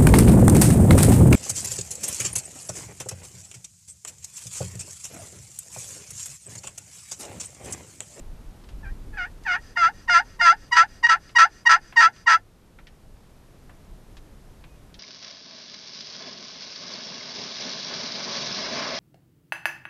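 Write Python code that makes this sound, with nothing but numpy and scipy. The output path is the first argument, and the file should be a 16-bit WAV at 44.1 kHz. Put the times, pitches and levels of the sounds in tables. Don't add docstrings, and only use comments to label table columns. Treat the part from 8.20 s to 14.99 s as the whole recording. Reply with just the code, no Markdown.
import sys
import numpy as np
from scipy import signal
from scipy.fft import rfft, irfft
from scipy.io import wavfile
from scipy.ndimage import uniform_filter1d

SR = 44100
rng = np.random.default_rng(int(sys.argv[2]) if len(sys.argv) > 2 else 0)


def dump_mix(stems):
    frames = np.atleast_2d(stems).T
    limited = np.clip(frames, -1, 1)
    pcm = np.round(limited * 32767).astype(np.int16)
    wavfile.write(sys.argv[1], SR, pcm)


N = 299439
TIME = np.arange(N) / SR
FREQS = np.maximum(np.fft.rfftfreq(N, 1 / SR), 1)


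def undb(db):
    return 10 ** (np.asarray(db) / 20)


def unit(x):
    return x / np.sqrt(np.mean(x ** 2))


def shape(x, response):
    return irfft(rfft(x) * response, N)


def resonance(hz, width_hz):
    return 1 / (1 + 1j * (FREQS ** 2 - hz ** 2) / (FREQS * width_hz))


def highpass(x, hz, order):
    return signal.sosfilt(signal.butter(order, hz, "high", fs=SR, output="sos"), x)


def wander(rate_hz):
    knots_s = np.arange(0, TIME[-1] + 1, 1 / rate_hz)
    return 1.2 * np.interp(TIME, knots_s, rng.standard_normal(len(knots_s)))


# (frequency [Hz], relative density [dB])
AIR_SPECTRUM = [(12, -26), (20, -0.5), (71, -10.5), (109, -10.5), (431, -21), (1790, -34), (2360, -36.5),
                (12900, -44.5), (14000, -49.5)]
# (time [s], level [dB])
AIR_ENVELOPE = [(1, -48), (4.299, -53.5), (5.6, -49.5)]
# (time [s], level [dB])
GUSTS = [(0, -35), (.4, -48), (.65, -33), (.98, -39.5), (1.2, -48), (4.3, -68), (4.55, -52), (5.3, -60),
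         (5.75, -45.5), (6.79, -55)]


def wind():
    hz, density_db = np.transpose(AIR_SPECTRUM)
    air = shape(rng.standard_normal(N), undb(np.interp(np.log(FREQS), np.log(hz), density_db)))
    air_db = np.interp(TIME, *np.transpose(AIR_ENVELOPE))
    rumble = shape(rng.standard_normal(N), resonance(hz=28.08, width_hz=13) / (1 + 1j * FREQS / 190))
    rumble_db = np.interp(TIME, *np.transpose(GUSTS)) + 2 * wander(35)
    return unit(air) * undb(air_db) + unit(rumble) * undb(rumble_db)


# (time [s], level before final filters [dB], lower edge [Hz], upper edge [Hz])
TAPS = [(0.438, -56.5, 890, 5000), (0.489, -52, 890, 4900), (1.237, -53, 1200, 8950),
        (3.093, -51, 900, 4060), (3.725, -44.5, 751, 2493), (3.963, -53.5, 900, 4500),
        (4.588, -49, 559.5, 2613), (4.67, -49, 1290, 4300), (5.495, -50.5, 790, 2200),
        (5.969, -50, 750, 5500), (6.44, -50, 550, 3000), (6.743, -47, 2200, 5200)]


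def taps(t60_s=.064):
    out = np.zeros(N)
    age_s = np.arange(SR // 10) / SR
    for start_s, db, low_hz, high_hz in TAPS:
        burst = rng.standard_normal(len(age_s)) * undb(-60 * age_s / t60_s)
        burst[0] += 6
        band = signal.butter(2, [low_hz, high_hz], "band", fs=SR, output="sos")
        tap = signal.sosfilt(band, burst) + .07 * burst
        attack_rms = np.std(tap[:SR // 100])
        first = int(start_s * SR)
        out[first:first + len(tap)] += (undb(db) * tap / attack_rms)[:N - first]
    return shape(highpass(out, hz=520, order=4), 1 / (1 + 1j * FREQS / 7000))


# (frequency [Hz], width [Hz], relative gain [dB])
BODY_MODES = [(714.5, 80, -15.5), (883, 51, -5), (1059, 63, -5), (1330.6, 63, 2), (1447, 91, 0.5),
              (1666, 124, -1), (1867, 49, 3.5), (1981, 35, -10), (2107, 84, -8.5), (2434, 74, -11.5),
              (2552, 73, -14), (2841, 120, -14), (3312, 110, -18), (3684, 380, -24), (4470, 100, -17.5),
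              (4624, 120, -19.5), (4905, 120, -12), (5704, 130, -21), (6116, 92, -16), (7170, 1200, -33),
              (8450, 1400, -37)]


def body_response():
    modes = sum((-1) ** k * undb(db) * resonance(hz, width_hz)
                for k, (hz, width_hz, db) in enumerate(BODY_MODES))
    return modes / (1 + (FREQS / 11500) ** 12)


def timid():
    return np.interp(TIME, [1.3, 1.6], [1, 0])


def slips(hz, jitter, scatter, alternate):
    skate = 1 + 1.2 * timid()
    phase = np.cumsum(hz * (1 + .006 * skate * wander(200))) / SR
    cycle = np.arange(1, int(phase[-1]) - 2)
    due = np.interp(cycle, phase, np.arange(N)).astype(int)
    jitter = (jitter * np.sqrt(skate))[due]
    scatter = (scatter * skate)[due]
    alternate = np.broadcast_to(alternate, N)[due]
    time_noise, size_noise = rng.standard_normal((len(cycle), 2)).T
    position = np.interp(cycle + jitter * time_noise, phase, np.arange(N))
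    size = 1 + scatter * size_noise + alternate * (-1) ** cycle
    sample, fraction = position.astype(int), position % 1
    pulses = np.bincount(sample, size * (1 - fraction), N + 1)
    pulses += np.bincount(sample + 1, size * fraction, N + 1)
    return pulses[:N]


def radiate(pulses, grit, body, envelope, treble_gain):
    sliding = unit(uniform_filter1d(np.abs(pulses), size=24))
    spray = grit * sliding * highpass(rng.standard_normal(N), hz=3500, order=1)
    force = unit(pulses - pulses.mean()) + spray
    ring = shape(force, body / (1 + (640 / FREQS) ** 14))
    dull = shape(ring, 1 / (1 + (FREQS / 3000) ** 6))
    middle = shape(ring, np.abs(resonance(hz=2200, width_hz=400)))
    sound = dull + (ring - dull) * treble_gain + .67 * timid() * middle
    power = uniform_filter1d(uniform_filter1d(sound ** 2, size=300), size=300)
    return envelope * sound / np.sqrt(np.maximum(power, 1e-12))


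def held_columns(rows, lead_s=.05):
    rows = np.array(rows)
    current = np.searchsorted(rows[:, 0] - lead_s, TIME) - 1
    return rows[np.maximum(current, 0)].T


# (start [s], squeal length [s], squeal pitch [Hz], squeal level [dB], squeal sag [dB],
#  low note length [s], low pitch [Hz], low level [dB], lift-off level [dB],
#  pressure [0-1], pressure peak after the break [s])
STROKES = [ (0.621, 0.011, 854, -57, 0, .074, 772.5, -45, -55, .05, 0.036),
           (0.924, 0.048, 830, -43.5, 1.5, 0.09, 707, -26.5, -40, 0.1, .04),
           (1.246, 0.02, 897, -30, 1, 0.1, 709, -19.5, -27.5, .42, .088),
           (1.557, 0.016, 910, -20, 1.5, 0.12, 662.2, -16, -29, .45, .07),
           (1.876, 0.021, 922, -17.5, -2, 0.11, 675.5, -12.5, -25.5, .52, .06),
           (2.192, 0.021, 916.5, -16.5, -9, 0.12, 666, -11.5, -25.5, .52, 0.057),
           (2.512, .058, 955.7, -15.5, 8.5, 0.071, 660.6, -11.5, -28, .92, .008),
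           (2.828, 0.07, 932, -11.5, 11.5, 0.066, 658.5, -15, -34, 1, .017),
           (3.15, .035, 947, -11.5, 15.5, .075, 660, -10.5, -24.5, 0.93, .012),
           (3.453, 0.041, 942, -10, 17.5, 0.077, 657, -12, -30, 1, .022),
           (3.759, 0.049, 933.7, -10, -0.5, .082, 657, -12, -37, 0.9, 0.014),
           (4.061, 0.019, 929, -12, 2.5, 0.098, 652.5, -13, -44, 1, 0.029)]


def squeal(body):
    settle_s, swell_s, sag_s, grip_s = .004, .021, .01, .008
    attack_s, release_s, creep_hz_per_s = .0013, .005, 690
    start_s, length_s, pitch_hz, db, sag_db = held_columns(STROKES)[:5]
    age_s = TIME - start_s
    unsteady = np.interp(age_s, [.026, .04], [0, 1])
    loose = np.clip(sag_db / 9, 0, 1)
    creep_hz = creep_hz_per_s * np.clip(age_s - .012, 0, .03) * loose
    hz = pitch_hz * (1 + .12 * np.exp(-np.maximum(age_s, 0) / settle_s)) + creep_hz
    swell_db = -27.5 * np.maximum(1 - age_s / swell_s, 0) ** 2
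    sag = np.clip((age_s - swell_s) / sag_s, 0, 1) ** 2
    grip_db = 5 * loose * np.exp(-((age_s - length_s) / grip_s) ** 2)
    flutter_db = 4.5 * loose * sag * wander(160)
    level_db = db + swell_db - sag_db * sag + grip_db + flutter_db
    outside = np.maximum(-age_s, 0) / attack_s + np.maximum(age_s - length_s, 0) / release_s
    envelope = undb(level_db) * np.exp(-np.minimum(outside, 20))
    pulses = slips(hz, jitter=.01 + .022 * unsteady, scatter=.08 + .22 * unsteady, alternate=0)
    treble_gain = envelope ** .34 * (1.3 + .3 * unsteady)
    return radiate(pulses, undb(-16.5), body, envelope, treble_gain)


def hand_swell(from_peak_s, width_s=.025):
    return np.exp(-(from_peak_s / width_s) ** 2)


def low_note(body):
    attack_s, crest_s, release_db_per_s = .0011, .05, 949.5
    curl_hz, curl_lead_s, curl_s = 201.3, .006, .008
    slide_hz, slide_s, rest_pressure = 114.8, .014, .29
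    start_s, squeal_s, _, _, _, length_s, pitch_hz, db, lift_db, press, peak_s = held_columns(STROKES)
    age_s = TIME - start_s - squeal_s
    left_s = length_s - age_s
    dip = np.exp(-((left_s - crest_s) / (.032 + .025 * timid())) ** 2)
    curl = (1 + np.tanh((curl_lead_s - left_s) / curl_s)) / 2
    slide = timid() * np.exp(-np.maximum(age_s, 0) / slide_s)
    hz = pitch_hz * (1 + .06 * (1 - dip)) + curl_hz * curl + slide_hz * slide
    rise_db = (47 + 120.5 * timid()) * np.maximum(left_s - crest_s, 0)
    fade_db = (db - lift_db) * np.clip(1 - left_s / crest_s, 0, 1) ** 3.2
    release_db = release_db_per_s * np.maximum(-left_s, 0)
    envelope = undb(db - rise_db - fade_db - release_db) * np.exp(np.clip(age_s / attack_s, -20, 0))
    pressure = press * (rest_pressure + (1 - rest_pressure) * hand_swell(age_s - peak_s))
    doubling = np.interp(pressure, [.24, .45, 1], [0, .6, .45])
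    rasp = pressure ** 2
    pulses = slips(hz, jitter=.009 + .068 * rasp * pressure, scatter=.06 + .55 * rasp, alternate=doubling)
    lift = (1 - timid()) * np.exp(-(left_s / .015) ** 2)
    pulses += .9 * lift * (uniform_filter1d(pulses, size=25) - pulses)
    grit = undb(-18 + 13 * pressure)
    treble_gain = envelope ** .62 * (1.59 + 1.6 * rasp)
    return radiate(pulses, grit, body, envelope, treble_gain)


def slide_back(body):
    glide = np.zeros(N)
    for stroke, following in zip(STROKES[2:], STROKES[3:]):
        start_s, squeal_s, _, _, _, low_s, *_ = stroke
        from_s, to_s = start_s + squeal_s + low_s + .03, following[0] - .015
        progress = np.clip((TIME - from_s) / (to_s - from_s), 0, 1)
        glide += np.sqrt(np.maximum(np.sin(np.pi * progress), 0))
    hiss = shape(rng.standard_normal(N), body * FREQS ** 1.41)
    return unit(hiss) * glide * undb(-55.5)


def scrape():
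    start_s, squeal_s, *_, low_db, _, press, peak_s = held_columns(STROKES)
    drag = press ** 3 * hand_swell(TIME - start_s - squeal_s - peak_s)
    noise = shape(rng.standard_normal(N), resonance(hz=450, width_hz=220) ** 2)
    return unit(noise) * drag * undb(low_db - 44.5)


def peep(centre_s=6.52, width_s=.055):
    swell = np.exp(-((TIME - centre_s) / width_s) ** 4)
    hz = 2503 + 8 * wander(60)
    return undb(-67) * swell * np.sin(2 * np.pi * np.cumsum(hz) / SR)


def blind(x, t60_s, wet_db):
    age_s = np.arange(SR // 4) / SR
    echo = rng.standard_normal(len(age_s)) * undb(-60 * age_s / t60_s) * (age_s > .004)
    return x + undb(wet_db) * signal.fftconvolve(x, echo / np.linalg.norm(echo))[:N]


def scene():
    body = body_response()
    call = squeal(body) + low_note(body) + slide_back(body)
    call = highpass(call, hz=638, order=8)
    inside = blind(call + scrape() + taps(), t60_s=.061, wet_db=-8)
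    return (inside + wind() + peep())[None]


def record(dry):
    return signal.sosfilt(signal.ellip(8, .2, 70, 14000, fs=SR, output="sos"), dry)


dry = scene()
out = record(dry)
dump_mix(out)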